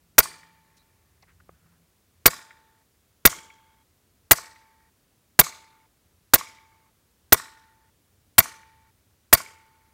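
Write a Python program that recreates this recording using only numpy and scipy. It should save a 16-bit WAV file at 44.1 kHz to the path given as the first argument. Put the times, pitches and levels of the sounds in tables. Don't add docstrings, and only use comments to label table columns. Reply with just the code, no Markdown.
import sys
import numpy as np
from scipy import signal
from scipy.fft import rfft, irfft
from scipy.io import wavfile
from scipy.ndimage import uniform_filter1d

SR = 44100
rng = np.random.default_rng(int(sys.argv[2]) if len(sys.argv) > 2 else 0)


def to_wav(sig):
    pcm = np.clip(np.atleast_2d(sig), -1, 1) * 32767
    pcm = np.round(pcm).astype(np.int16)
    wavfile.write(sys.argv[1], SR, pcm.T)


N = 437913
LEAD_S = .003


def amp(db):
    return 10 ** (np.asarray(db) / 20)


def evened(x):
    return x / np.sqrt(np.mean(x ** 2) + 1e-20)


def add(mix, s, sound):
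    part = mix[round(s * SR):][:len(sound)]
    part += sound[:len(part)]


def resonate(x, hz, width):
    turn = np.exp(2j * np.pi * np.cumsum(hz * np.ones(len(x))) / SR)
    r = np.exp(-np.pi * width / SR)
    return 2 * (turn * signal.lfilter([1 - r], [1, -r], x / turn)).real


def narrow_band(x, hz, width):
    return evened(resonate(resonate(x, hz, width), hz, width))


def noise(size, level_db):
    hz = np.fft.rfftfreq(256, 1 / SR)[:, None]
    t = np.arange(size // 64 + 5) * 64 / SR
    real, imag = rng.standard_normal((len(t), 129, 2)).T
    spectra = (real + 1j * imag) * amp(level_db(hz, t)) / 16
    return signal.istft(spectra, nperseg=256, noverlap=192)[1][:size]


def on_log(points, hz, column=1):
    points = np.transpose(points)
    return np.interp(np.log(hz + 1), np.log(points[0] + 1), points[column])


def puff(ms, at_ms, peak_db, rise, fall):
    return amp(peak_db - rise * np.maximum(at_ms - ms, 0) - fall * np.maximum(ms - at_ms, 0))


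def unsteady_tone(hz, width, flicker_db):
    wander, flicker = (evened(uniform_filter1d(v, 30)) for v in rng.standard_normal((2, len(hz))))
    phase = 2 * np.pi * np.cumsum(hz + .5 * width * wander) / SR
    return amp(flicker_db * flicker) * np.sqrt(2) * np.sin(phase)


# f/Hz, relative level/dB
WASH_COLOUR = [(12, -33.5), (20, -4), (70, -1.5), (334, -10), (394, -10.5), (582, -15), (728, -16.5),
               (3100, -21.5), (14300, -23), (15600, -23)]
WASH_DB = -66.5


def wash():
    colour = amp(on_log(WASH_COLOUR, np.fft.rfftfreq(N, 1 / SR)))
    return amp(WASH_DB) * evened(irfft(rfft(rng.standard_normal(N)) * colour, N))


# t/s, level/dB
RUMBLE_LEVEL = [(0.0, -68), (0.55, -77), (1.52, -63.5), (1.91, -77.5), (2.21, -69.5), (2.65, -79.5),
                (3.29, -68.5), (3.68, -77), (4.42, -69), (4.78, -77.5), (5.56, -73.5), (5.83, -77.5),
                (6.22, -70), (7.11, -74), (7.33, -68), (7.88, -74), (8.33, -66.5), (9.93, -70.5)]


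def rumble():
    level_db = np.interp(np.arange(N) / SR, *np.transpose(RUMBLE_LEVEL))
    return amp(level_db) * narrow_band(rng.standard_normal(N), 77, 45)


# start t/s, end t/s, level/dB
HUM_SPELLS = [(.05, .68, -70.5), (1.408, 1.75, -68.5)]
HUM_FADE_DB_PER_S = 68.5


def hum():
    t = np.arange(N) / SR
    level = 0
    for start, end, db in HUM_SPELLS:
        outside_s = np.maximum(np.maximum(start - t, t - end), 0)
        level = level + amp(db - HUM_FADE_DB_PER_S * outside_s)
    return level * narrow_band(rng.standard_normal(N), 167, 20)


# t/s, level before the swell/dB, f/Hz, width of each filter pass/Hz, length/s
RUSTLES = [(0.775, -70.5, 4000, 500, 0.064), (0.767, -63.5, 5500, 5300, 0.023),
           (1.226, -61, 730, 660, 0.02), (1.223, -60.5, 4600, 2500, 0.011), (1.224, -64, 2110, 600, 0.026),
           (1.4, -57.5, 1260, 900, 0.0124), (1.272, -64.5, 1600, 1100, 0.063), (1.47, -77, 1400, 500, 0.39),
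           (1.659, -69, 1195, 1204, 0.021), (1.713, -72, 1200, 1300, 0.063)]


def handling():
    out = np.zeros(N)
    for s, db, hz, width, length in RUSTLES:
        u = np.linspace(0, 1, round(length * SR))
        grain_db = 3.5 * np.minimum(rng.exponential(1, len(u)), 4)
        grains = rng.standard_normal(len(u)) * amp(grain_db)
        add(out, s, amp(db) * narrow_band(grains, hz, width) * 3 * np.sqrt(u) * (1 - u))
    return out


# t/s, relative level/dB, f rung best/Hz, loss an octave away/dB, rise/s, longest t60/s
TAPS = [(1.4922, -32, 1150, 26, 0.0006, 0.027), (1.493, -28.5, 330, 15.5, 0.00048, 0.029)]


def finger_taps():
    out = np.zeros(N)
    for s, *blow in TAPS:
        add(out, s, knock(*blow))
    return out


# relative level/dB, f returned best/Hz, loss an octave away/dB
TRUNKS = [(-3, 1100, 15), (-1, 1600, 15), (-4.5, 1600, 12), (-13.5, 3350, 14.5), (-13.5, 8300, 12),
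          (-14, 8700, 10)]


def trees(size, best_hz, second_hz):
    t = np.arange(size) / SR
    chance, side, strength = rng.random((size, len(TRUNKS) + 2, 3)).T
    present = chance < 600 / SR
    returns = present * np.sign(side - .5) * amp(3 * np.minimum(-np.log(1 - strength), 4))
    echoes = 0
    for train, (db, hz, falloff_db) in zip(returns, TRUNKS):
        copy = evened(knock(0, hz, falloff_db, .001, 0.035, spread_db=3.5))
        echoes = echoes + amp(db) * signal.oaconvolve(train, copy)[:size]
    bands = amp(-3.5) * narrow_band(returns[-1], best_hz, 190)
    bands += amp(-6.5) * narrow_band(returns[-2], second_hz, 190)
    decay = amp(-60 * t / .55) + amp(-19.0 - 60 * t / 3.3)
    return evened(evened(echoes) + bands) * decay


# f/Hz, early level/dB, early t60/s, late level/dB, late t60/s
HEDGE_SCATTER = [(100, -45.5, 0.17, -62.5, .5), (400, -46, 0.73, -62.5, .5), (696, -48, 0.4, -57, 0.73),
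                 (1200, -46.5, 0.49, -52.5, .6), (2200, -41.5, 0.17, -50.5, 0.42),
                 (2800, -43.5, .2, -52, 0.9), (4370, -41.5, 0.17, -44.5, .55),
                 (8000, -36.5, 0.13, -42.5, .45), (10900, -41, 0.083, -49, .4),
                 (15400, -44.5, .14, -55.5, 0.39), (15800, -76.5, .15, -85, .3)]


def hedge(size):
    def level_db(hz, t):
        first_db, first_t60, later_db, later_t60 = (on_log(HEDGE_SCATTER, hz, column=k) for k in (1, 2, 3, 4))
        both = amp(first_db - 60 * t / first_t60) + amp(later_db - 60 * t / later_t60)
        lumps = rng.standard_normal((len(t), len(hz))).T
        lumps = evened(uniform_filter1d(uniform_filter1d(lumps, 7, 0), 5, 1))
        bands = evened(uniform_filter1d(rng.standard_normal(hz.shape), size=3, axis=0))
        flutter = evened(uniform_filter1d(rng.standard_normal(len(t)), size=6))
        return 20 * np.log10(both) + 1.6 * lumps + 2.4 * bands + 1.5 * flutter
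    t = np.arange(size) / SR
    return noise(size, level_db) * (1 - np.exp(-(t / 0.0087) ** 2))


def echo(db, best_hz):
    return resonate(knock(db, best_hz, 9.9, .001, hold_t60=0.079, spread_db=2.0), best_hz, 700)


# t after the hammer lands/s, level before filtering/dB
SLAPS = [(.047, -37.5), (.0735, -32), (.132, -33.5), (0.157, -39), (0.311, -51.5)]


def single_echoes(size, trees_hz, far_db):
    out = np.zeros(size)
    for after, db in SLAPS + [(.248, far_db)]:
        add(out, LEAD_S + after, echo(db, trees_hz))
    add(out, LEAD_S + .0728, echo(-22.5, 1082))
    return out


# f/Hz, level/dB, t60/s
BOTTLE_MODES = [(888.4, -51.5, 1.8), (1170, -67, 0.95), (1450, -64, 0.23), (1860, -65, .5),
                (2270, -64, 0.59), (3390, -66, .4)]


def bottle(size, bottle_db):
    t = np.arange(size) / SR
    out = np.zeros(size)
    for hz, db, t60 in BOTTLE_MODES:
        tone = np.sin(2 * np.pi * (hz * t + rng.random()))
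        out += amp(db + bottle_db - 60 * t / t60) * tone * (1 - np.exp(-t / 0.022))
    return out


def low_push(size, push_db, push_hz):
    t = np.arange(size) / SR
    cycles = np.cumsum(push_hz * (.6 + 0.64 * np.exp(-t / 0.032))) / SR
    swell = (t / 0.014 * np.exp(1 - t / 0.011)) ** 5.7
    return amp(push_db) * swell * np.sin(2 * np.pi * cycles)


STRIKE_MS, OPEN_MS, EMPTY_MS, SHUT_MS = 0.14, 3.8, 11.1, 20.8
# f/Hz, relative level/dB
HISS_COLOUR = [(150, -32.5), (400, -7), (1200, -9), (3500, -14), (7200, -10.5), (11000, -13), (15300, -16),
               (16000, -31.5)]
CRACK, BLAST, SIGH = (-6.5, 30, 9), (-11, 5, 0.98), (-44.5, 3, 0.14)


def hiss(ms):
    gain = puff(ms, STRIKE_MS, *CRACK) + puff(ms, SHUT_MS, *SIGH)
    gain += puff(ms, OPEN_MS, *BLAST) * puff(ms, SHUT_MS, 0, 0, 2)
    return gain * evened(noise(len(ms), lambda f, t: on_log(HISS_COLOUR, f) + 0 * t))


WHISTLE_HZ, SLIDE_HZ_PER_MS, SLIDE_FROM_MS = (3445, 15640), 1211, 1.8
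WHISTLE_DB, WHISTLE_SWELL_DB, WHISTLE_SWELL_MS, WHISTLE_STOP_DB_PER_MS = -3, 40, 3.8, 15.5


def whistle(ms):
    hz = np.clip(WHISTLE_HZ[0] + SLIDE_HZ_PER_MS * (ms - SLIDE_FROM_MS), *WHISTLE_HZ)
    gain = amp(WHISTLE_DB - WHISTLE_SWELL_DB * np.exp(-ms / WHISTLE_SWELL_MS))
    gain *= puff(ms, EMPTY_MS, 0, 0, WHISTLE_STOP_DB_PER_MS)
    return gain * unsteady_tone(hz, 900 + .35 * (WHISTLE_HZ[1] - hz), 2.8)


FIZZ_STRIKE, FIZZ_BLAST = (-23.5, 50, .4), (-9, 5.1, 0.32)
FIZZ_RING, FIZZ_TAIL = (-19, 8, 1), (-44, 9, .95)
FIZZ_LAG_MS, FIZZ_STOP_DB_PER_MS = 1.3, 9
FIZZ_HZ, FIZZ_WIDTH_HZ = (12900, 14510), (3000, 1600, 300)


def fizz(ms):
    blowing = puff(ms, STRIKE_MS, *FIZZ_STRIKE) + puff(ms, OPEN_MS + FIZZ_LAG_MS, *FIZZ_BLAST)
    blowing *= puff(ms, EMPTY_MS, 0, 0, FIZZ_STOP_DB_PER_MS)
    ringing = puff(ms, EMPTY_MS + FIZZ_LAG_MS, *FIZZ_RING) * puff(ms, SHUT_MS, 0, 0, FIZZ_STOP_DB_PER_MS)
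    tail = puff(ms, SHUT_MS + FIZZ_LAG_MS, *FIZZ_TAIL)
    hz = np.interp(ms, [STRIKE_MS, EMPTY_MS], FIZZ_HZ)
    width = np.interp(ms, [STRIKE_MS, EMPTY_MS, EMPTY_MS + FIZZ_LAG_MS], FIZZ_WIDTH_HZ)
    return (blowing + ringing + tail) * unsteady_tone(hz, width, 3.5)


def jet(hiss_db, whistle_db):
    ms = np.arange(-LEAD_S, .05, 1 / SR) * 1000
    air = amp(hiss_db) * hiss(ms) + amp(whistle_db) * (whistle(ms) + fizz(ms))
    return air * puff(ms, 0, 0, 30, 0)


# f/Hz, relative level/dB, t60 before further damping/s
ACTION_MODES = [(159, -8, 0.3), (220, -12, 0.035), (385, -11, 0.031), (494, -2.5, 0.029), (668, -1, 0.03),
                (817, -8, 0.024), (1117, -4, 0.047), (1205, -7.5, .04), (1448, -3, 0.035),
                (1610, -3.5, 0.02), (1883, -1.5, 0.021), (2027, -4.5, 0.039), (2237, -2.5, 0.033),
                (2160, -8, 0.012), (2730, -10, 0.026), (3264, -7, 0.02), (3580, 1.5, 0.018),
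                (4060, -4.5, 0.022), (4630, -3.5, 0.037), (5940, -1, 0.017), (6870, -3.5, .02),
                (9430, -6.5, 0.038), (10150, -6.5, 0.0052), (12800, -8, 0.0086)]


def knock(db, best_hz, falloff_db, rise, hold_t60=0.1, spread_db=4.0):
    hz, mode_db, t60 = np.transpose(ACTION_MODES)[:, :, None]
    t = np.arange(2200) / SR
    chance = rng.standard_normal((len(ACTION_MODES), 2, 1))
    level_db = mode_db - falloff_db * abs(np.log2(hz / best_hz)) + spread_db * chance[:, 0] - 60 * t / t60
    detuned_hz = hz * (1 + 0.01 * chance[:, 1])
    ring = (amp(level_db) * np.sin(2 * np.pi * detuned_hz * t)).sum(0)
    return amp(db - 60 * t / hold_t60) * ring * (1 - np.exp(-(t / rise) ** 2))


# t after the hammer lands/s, relative level/dB, f rung best/Hz, loss an octave away/dB, rise/s
BLOWS = [(-.003, -38, 699.8, 7, .001), (-.0021, -23, 901, 8.5, .0008), (-.0001, -13, 1707, 5, .00005),
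         (.0006, -12.5, 2967, 3.5, 0.000088), (.003, -13, 2317, 3, .00005),
         (.0042, -15, 4686, 0.5, 0.00008), (.0062, -21, 1000, 7.5, .0003), (.0085, -18.5, 700, 4, .0004),
         (.013, -28.5, 997.2, 4, .0005), (.0203, -21, 4521, 3, .0002), (.0205, -15.5, 1383, 5.5, .0012),
         (0.03, -26, 200.1, 8.5, .003)]


def hammer_and_valve(size, action_db):
    out = np.zeros(size)
    for after, db, *colour in BLOWS:
        add(out, LEAD_S + after, knock(db + action_db, *colour))
    return out


def shot(s, action_db, hiss_db, whistle_db, push_db, push_hz, hedge_db, trees_hz, second_hz, far_db,
         bottle_db, end_s):
    size = round((end_s - s) * SR)
    out = single_echoes(size, trees_hz, far_db)
    scatter = amp(hedge_db) * hedge(size) + amp(-44.5) * trees(size, trees_hz, second_hz)
    add(out, .041, scatter)
    out += bottle(size, bottle_db) + low_push(size, push_db, push_hz)
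    add(out, 0, jet(hiss_db, whistle_db))
    out += hammer_and_valve(size, action_db)
    t = np.arange(size) / SR
    return s - LEAD_S, out * np.minimum((t[-1] - t) / .002, 1)


# level/dB each;
# push f/Hz; hedge gain level/dB; f the trees return best/Hz, second best f/Hz;
# far echo level before filtering/dB; bottle gain level/dB; t/s that with t sets the length
SHOTS = [(0.1827, 0, 2.5, 0.5, -15.5, 90.3, 13, 1789, 2340, -39, 0, 1.77),
         (2.2585, 1, 1.5, -1.5, -12, 90, 12, 1790, 1442, -32, 1, 2.835),
         (3.2536, 2, 2, 2, -11.5, 155, 13, 2188, 3286, -38.5, 3, 3.835),
         (4.3110, 0, 3, 2, -9, 130.8, 12.5, 1860, 2230, -38, 2.5, 4.903),
         (5.3920, -0.5, 2, 2, -9.5, 137.8, 13.5, 2202, 1179, -41.5, 2.5, 5.869),
         (6.3368, -0.5, 2.5, -1, -12.5, 80, 11, 2185, 1110, -42, 1.5, 6.904),
         (7.324, 0.5, 1, -1.5, -7.5, 72.5, 11, 1837, 1440, -42, 2, 7.905),
         (8.3827, 0.5, 1, 2, -6, 75, 11.5, 1860, 2310, -42, 3.5, 8.91),
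         (9.3288, 1, 2, 2, -8, 112.4, 11.5, 2195, 1420, -47.5, 2, 9.99)]


def scene():
    mix = wash() + rumble() + hum() + handling() + finger_taps()
    for row in SHOTS:
        add(mix, *shot(*row))
    return mix[None]


def record(dry):
    bass_cut = signal.butter(3, 42, "high", fs=SR, output="sos")
    clipped = np.clip(signal.sosfilt(bass_cut, dry), -.95, .95)
    low_pass = signal.firwin(511, 16400, window=("kaiser", 9), fs=SR)
    return signal.oaconvolve(clipped, low_pass[None], "same")


dry = scene()
out = record(dry)
to_wav(out)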